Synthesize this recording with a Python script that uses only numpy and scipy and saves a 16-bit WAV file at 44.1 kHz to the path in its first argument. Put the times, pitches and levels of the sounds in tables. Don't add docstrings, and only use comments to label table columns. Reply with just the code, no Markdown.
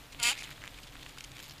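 import sys
import numpy as np
from scipy import signal
from scipy.fft import rfft, irfft
from scipy.io import wavfile

SR = 44100
rng = np.random.default_rng(int(sys.argv[2]) if len(sys.argv) > 2 else 0)


def file_out(sig):
    cols = np.atleast_2d(sig).T
    lim = np.clip(cols, -1, 1)
    pcm = np.round(lim * 32767).astype(np.int16)
    wavfile.write(sys.argv[1], SR, pcm)


def gain_from_decibels(decibels):
    exponent = np.asarray(decibels, float) / 20
    return 10 ** exponent


N = 70560

# (time [s], wingbeat [Hz], wing hum level [dB], slap level [dB])
BUZZ = [
    (0.185, 252.5, -72, -58),
    (0.197, 243.6, -52, -42.5),
    (0.226, 229, -50, -37.5),
    (0.232, 238.2, -47, -12),
    (0.243, 235.5, -44, -26.5),
    (0.297, 241, -42, -25),
    (0.321, 282.8, -46.5, -34),
    (0.33, 285, -62, -46),
    (0.346, 252, -81, -44.5),
]
# (multiple of wingbeat [1], level [dB])
OVERTONES = [(1, -24), (2, -19), (3, -14), (4, -11), (5, -10.5), (6, -9.5), (7, -13.5), (8, -5), (9, 1),
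             (10, -1), (11, 3), (12, -4), (13, 0), (14, -4), (15, -10), (16, -14), (17, -16), (18, -16),
             (19, -15), (20, -16), (21, -18)]
# (time [s], peak level [dB])
BLOWS = [
    (.1999, -26),
    (.2290, -14.5),
    (.2332, -12),
    (.2374, -13),
]
# (frequency [Hz], level [dB], t60 [s])
SHELL_MODES = [(2110, -11, 0.019), (2550, 1.5, 0.0078), (3200, -4.5, 0.014), (3680, -3, 0.0075),
               (4800, 1, 0.0049), (6840, -0.5, 0.0058), (7740, 0, 0.003), (9790, -4.5, 0.0031),
               (12380, -20.5, 0.0096), (14600, -17.5, 0.0023)]
# (time [s], peak level [dB], pitch [Hz], share in the shell [dB])
TICKS = [(0.1472, -27.5, 2800, -18), (0.351, -33, 1990, -8), (0.363, -33, 2610, -16),
         (0.383, -46, 2720, -13), (0.423, -23, 1930, -10), (0.4317, -24, 6960, -12),
         (0.4363, -25, 3330, -3), (0.4406, -25.5, 4000, -2), (0.4556, -28, 2670, -14),
         (0.4735, -37, 2300, -12), (0.4930, -29.5, 1810, -9), (0.5125, -32, 1880, -14),
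         (0.5242, -34, 3700, -8), (0.5791, -32.5, 1930, -20), (0.6186, -31, 2060, -3),
         (0.6284, -35, 1590, -10), (0.6386, -25, 1950, -8), (0.6454, -31, 1670, -11),
         (0.6485, -30, 2100, -14), (0.6610, -33, 1900, -10), (0.6712, -32, 2200, -6),
         (0.6770, -21.5, 2800, -10), (0.779, -35, 2700, -18), (0.7865, -36, 2720, -6),
         (0.9547, -28.5, 1800, -9.5), (0.9673, -32, 3000, -16), (0.9960, -39, 3000, -4),
         (1.0173, -39, 3300, -14), (1.0275, -27.5, 3960, -12), (1.0305, -30, 2900, -2),
         (1.0632, -24, 2920, -23), (1.1749, -29.5, 1430, -9), (1.1834, -29, 2900, 1.5),
         (1.1860, -32.5, 4500, 3), (1.2067, -29.5, 4800, 2.5), (1.2080, -28.5, 2700, 1),
         (1.2406, -30.5, 5500, 1.5), (1.3172, -31.5, 3020, -1), (1.3675, -33.5, 2580, 2),
         (1.3827, -29, 2980, -3), (1.4015, -28, 3250, -3.5)]
# (time [s], length [s], level [dB], pitch [Hz], share in the shell [dB])
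SCRAPES = [(0.121, 0.019, -58, 3000, 10), (0.319, 0.018, -41.5, 2650, -2), (0.371, 0.058, -49, 2550, 4),
           (.338, 0.042, -52, 2550, -6), (0.437, 0.016, -44, 3850, -2), (0.472, 0.014, -50, 2300, -14),
           (0.499, 0.037, -50, 2900, -4), (0.65, 0.0069, -50, 2530, -8), (0.773, 0.025, -53.5, 2440, -3.5),
           (0.83, 0.014, -55, 4800, 1.5), (0.868, 0.0096, -51, 3460, 1), (1.02, 0.014, -50, 3860, -12),
           (1.024, 0.013, -60, 2600, -14), (1.056, 0.0052, -48.5, 3000, -2), (1.065, 0.0053, -48, 2820, -5),
           (0.676, 0.0065, -46, 2900, -1), (1.085, 0.014, -54.5, 4360, 4), (.922, 0.0047, -54, 4400, 1),
           (.926, .012, -57, 2530, -8), (1.104, 0.01, -57.5, 3200, 5), (0.742, 0.0073, -50, 3280, -15),
           (1.240, 0.01, -48.5, 4300, 5.5), (1.389, 0.017, -52.5, 1740, 4), (1.42, 0.062, -57, 3200, 5),
           (1.494, 0.012, -51, 4800, -6), (1.508, 0.0048, -46.5, 4800, -4), (1.512, 0.02, -56, 4800, -8),
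           (1.594, 0.0072, -51, 4500, -3), (1.579, 0.011, -51, 4400, -5)]
# (time [s], peak level [dB])
CLAWS = [(1.354, -46), (1.393, -54), (1.406, -43), (1.427, -39), (1.434, -40.5), (1.441, -41), (1.455, -46),
         (1.481, -42), (1.489, -41), (1.498, -47), (1.509, -43), (1.523, -45), (1.537, -46), (.506, -38),
         (.656, -43)]
# (time [s], level [dB])
BUSTLE = [
    (0, -57),
    (.18, -59),
    (.33, -49.5),
    (.47, -54),
    (.7, -57),
    (1.0, -57),
    (1.3, -57),
    (1.5, -57),
    (1.6, -62.5),
]
# (frequency [Hz], density [dB per Hz])
RUSTLE_SPECTRUM = [(590, -1.5), (1000, -5), (3630, 6.5), (4210, 4), (5930, -8.5), (6880, -1.5),
                   (11200, -11), (12600, -1.5), (15300, -29)]
# (frequency [Hz], density [dB per Hz])
AIR_SPECTRUM = [(12, -4), (20, 4.5), (140, -6.5), (201, -8), (280, -10), (761, -10.5), (2810, -14),
                (12600, -27.5), (15300, -26.5)]
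# (frequency [Hz], width [Hz], level [dB])
COLONY = [
    (45.2, 10, -60.5),
    (131.5, 40, -60.5),
    (285, 55.5, -64.5),
]

BEAT_AT_S, LOW_OVERTONES = 0.2332, 7
HUM_DB, BODY_DB = 9.5, -11
WOBBLE_DB, SCATTER_TURNS = 2.5, 0.45
LOW_FRAY_TURNS, UPPER_FRAY_TURNS, HOVER_HZ, FRAY_PER_HZ = 0.028, 0.035, 240, 0.03
HOLLOW_HZ, HOLLOW_WIDTH_HZ, HOLLOW_DB = 864, 68, 10
SLAP_DB, SLAP_TILT_DB, SLAP_JITTER_S, SLAP_SPREAD_DB = -4.5, 4, 0.00016, 3
BACKSTROKE_DB, RATTLE_DB, RATTLE_PER_S = -6, -10, 1200
BRIGHT_PER_DB, FULL_DB = 0.25, -27
BLOW_DB, BLOW_TILT_DB, BLOW_ECHO_S, BLOW_ECHO_DB = -10.5, 3.5, 0.000689, -8.5
TICK_CYCLES, TICK_SLIP_S, SLIPS_PER_S, SLIP_SHARE = 3.4, 0.0012, 4000, 0.4
GRIT_PER_S, GRIT_CYCLES, STROKE_RISE, STROKE_FALL = 8000, 4.0, 0.15, 0.34
CLAW_HZ, CLAW_CYCLES, CLAW_SHELL_DB = 12900, 19, -0.5
TOUCH_DAMPING, THUMP_CUT_HZ = 2.5, 600
STEPS_PER_S, STEP_SPREAD_DB, STEPS_DB, RUSTLE_DB = 1200, 3.5, -2, -5.5
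AIR_DB, CUTOFF_HZ = -54, 15500


def rms_one(x):
    return x / np.sqrt(np.mean(x ** 2) + 1e-20)


def in_time(rows):
    s, *columns = np.transpose(rows)
    return [np.interp(np.arange(N) / SR, s, column) for column in columns]


def drift(rate_hz):
    r = np.exp(-2 * np.pi * rate_hz / SR)
    return rms_one(signal.lfilter([1], [1, -2 * r, r * r], rng.standard_normal(N + SR))[SR:])


def ring(clicks, hz, t60_s):
    r, w = gain_from_decibels(-60 / (t60_s * SR)), 2 * np.pi * hz / SR
    return signal.lfilter([0, np.sin(w)], [1, -2 * r * np.cos(w), r * r], clicks + 1e-18)


def ring_twice(x, hz, t60_s):
    return ring(ring(x, hz, t60_s), hz, t60_s)


def coloured(x, spectrum):
    hz, db = np.transpose(spectrum)
    axis_hz = np.maximum(np.arange(N // 2 + 1) * SR / N, 1)
    gain = gain_from_decibels(np.interp(np.log(axis_hz), np.log(hz), db))
    return rms_one(irfft(rfft(x) * gain, N))


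def struck_shell(s, db, tilt_db, spread_db):
    out = np.zeros(N)
    luck = rng.normal(0, 1, (len(s), len(SHELL_MODES)))
    at = (s * SR).astype(int)
    for k, (hz, mode_db, t60_s) in enumerate(SHELL_MODES):
        clicks = np.zeros(N)
        strike_db = db + mode_db + tilt_db * np.log2(hz / 3000) + spread_db * luck[:, k]
        np.add.at(clicks, at, gain_from_decibels(strike_db))
        out += (-1) ** k * ring(clicks, hz, t60_s)
    return out


def wing_hum(beat_hz, turns, hum_db, slap_db, unstruck):
    out = np.zeros(N)
    unsteady = 1 + FRAY_PER_HZ * np.maximum(beat_hz - HOVER_HZ, 0)
    for k, db in OVERTONES:
        low = k <= LOW_OVERTONES
        hollow_db = HOLLOW_DB * np.exp(-((k * beat_hz - HOLLOW_HZ) / HOLLOW_WIDTH_HZ) ** 2)
        level = gain_from_decibels(db + hollow_db + WOBBLE_DB * drift(43))
        fray_turns = (LOW_FRAY_TURNS if low else UPPER_FRAY_TURNS) * unsteady * drift(34)
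        phase = k * turns + SCATTER_TURNS * rng.random() + fray_turns
        strength = gain_from_decibels(hum_db + HUM_DB) if low else unstruck * gain_from_decibels(slap_db + BODY_DB)
        out += strength * level * np.sin(2 * np.pi * phase)
    return out


def wing_slaps(turns, slap_db, active):
    half = np.floor(2 * turns)
    at = np.flatnonzero((np.diff(half) > 0) & active[1:])
    luck = np.clip(rng.normal(0, 1, (len(at), 2)), -1.5, 1.5)
    s = at / SR + SLAP_JITTER_S * luck[:, 0]
    backstroke = half[at + 1] % 2
    db = slap_db[at] + SLAP_DB + BACKSTROKE_DB * backstroke + SLAP_SPREAD_DB * luck[:, 1]
    tilt_db = SLAP_TILT_DB + BRIGHT_PER_DB * np.minimum(slap_db - FULL_DB, 0)
    out = np.zeros(N)
    for k in range(2):
        out += struck_shell(s + k * BLOW_ECHO_S, db + k * BLOW_ECHO_DB, tilt_db[at], 0.52)
    loose = np.flatnonzero((rng.random(N) < RATTLE_PER_S / SR) & active)
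    return out + struck_shell(loose / SR, slap_db[loose] + RATTLE_DB, tilt_db[loose] - 3, 4.2)


def wing_blows():
    s, db = np.transpose(BLOWS)
    return sum(struck_shell(s + k * BLOW_ECHO_S, db + BLOW_DB + k * BLOW_ECHO_DB, BLOW_TILT_DB, 2.2)
               for k in range(3))


def buzz():
    beat_hz, hum_db, slap_db = in_time(BUZZ)
    t = np.arange(N) / SR
    on = np.clip(np.minimum(t - BUZZ[0][0], BUZZ[-1][0] - t) / 0.0048, 0, 1)
    first_s, last_s = BLOWS[1][0] - 0.001, BLOWS[-1][0] + 0.003
    unstruck = np.clip(np.maximum(first_s - t, t - last_s) / 0.001, 0, 1)
    turns = np.cumsum(beat_hz) / SR
    turns = turns - turns[int(BEAT_AT_S * SR)]
    hum = wing_hum(beat_hz, turns, hum_db, slap_db, unstruck)
    return on * hum + wing_slaps(turns, slap_db, on * unstruck > 0) + wing_blows()


def touched_shell(clicks):
    return sum((-1) ** k * gain_from_decibels(db) * ring(clicks, hz, t60_s / TOUCH_DAMPING)
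               for k, (hz, db, t60_s) in enumerate(SHELL_MODES))


def ticks():
    out, to_shell = np.zeros(N), np.zeros(N)
    size = 800
    age_s = np.arange(size) / SR
    fade = np.clip(1 - age_s / TICK_SLIP_S / 2, 0, 1)
    for s, db, hz, shell_db in TICKS:
        slipping = rng.random(size) < SLIPS_PER_S / SR
        slips = SLIP_SHARE * slipping * rng.uniform(-1, 1, size) * fade
        slips[0] = -1
        burst = slips * np.where(age_s > 0, 1 / SLIP_SHARE, 0.6)
        own = ring_twice(slips, hz, TICK_CYCLES / hz)
        i = int(s * SR)
        out[i:i + size] += gain_from_decibels(db - 5) * own / np.abs(own).max()
        to_shell[i:i + size] += gain_from_decibels(db - 4.5 + shell_db) * burst / np.sqrt(np.sum(burst ** 2))
    return out + touched_shell(to_shell)


def scrapes():
    out, to_shell, t = np.zeros(N), np.zeros(N), np.arange(N) / SR
    grains = (rng.random(N) < GRIT_PER_S / SR) * rng.normal(0, 1, N)
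    grit = rms_one(grains) * gain_from_decibels(1.5 * drift(120))
    for s, length_s, db, hz, shell_db in SCRAPES:
        edges_s = np.minimum((t - s) / STROKE_RISE, (s + length_s - t) / STROKE_FALL)
        stroke = grit * gain_from_decibels(db) * np.clip(edges_s / length_s, 0, 1)
        t60_s = GRIT_CYCLES / hz
        out += ring_twice(stroke, hz, t60_s) / np.std(ring_twice(grit, hz, t60_s))
        to_shell += stroke * gain_from_decibels(shell_db)
    return out + touched_shell(to_shell) / np.std(touched_shell(grit))


def claws():
    clicks = np.zeros(N)
    for s, db in CLAWS:
        clicks[int(s * SR)] = gain_from_decibels(db)
        clicks[int((s + rng.uniform(0.0003, 0.001)) * SR)] = -0.7 * gain_from_decibels(db)
    return ring(clicks, CLAW_HZ, CLAW_CYCLES / CLAW_HZ) + gain_from_decibels(CLAW_SHELL_DB) * touched_shell(clicks)


def crowd():
    level_db, = in_time(BUSTLE)
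    sizes = gain_from_decibels(STEP_SPREAD_DB * np.minimum(rng.exponential(1, N), 4)) * rng.choice([-1, 1], N)
    born = rng.random(N) < STEPS_PER_S * gain_from_decibels(5 * drift(25)) / SR
    pitch = rng.integers(0, 16, N)
    steps = np.zeros(N)
    for k, hz in enumerate(np.geomspace(1200, 14000, num=16)):
        steps += ring(sizes * born * (pitch == k), hz, 2.26 / hz) * np.sqrt(hz)
    rustle = rng.standard_normal(N) * gain_from_decibels(4.0 * drift(13))
    steps = gain_from_decibels(STEPS_DB) * coloured(steps, RUSTLE_SPECTRUM)
    rustle = gain_from_decibels(RUSTLE_DB) * coloured(rustle, RUSTLE_SPECTRUM)
    return gain_from_decibels(level_db) * (steps + rustle)


def colony():
    out = gain_from_decibels(AIR_DB) * coloured(rng.standard_normal(N), AIR_SPECTRUM)
    for hz, width_hz, db in COLONY:
        band = ring_twice(rng.standard_normal(N + SR), hz, 2.2 / width_hz)[SR:]
        out = out + gain_from_decibels(db + 1.5 * drift(4)) * rms_one(band)
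    return out


def scene():
    touches = ticks() + scrapes() + claws()
    no_thump = signal.butter(2, THUMP_CUT_HZ, "high", fs=SR, output="sos")
    return (buzz() + signal.sosfilt(no_thump, touches) + crowd() + colony())[None]


def roll_off(x):
    return signal.sosfilt(signal.butter(12, 16270, fs=SR, output="sos"), x)


def record(dry):
    low_pass = signal.cheby2(14, 30, CUTOFF_HZ, fs=SR, output="sos")
    return roll_off(signal.sosfilt(low_pass, dry))


dry = scene()
out = record(dry)
file_out(out)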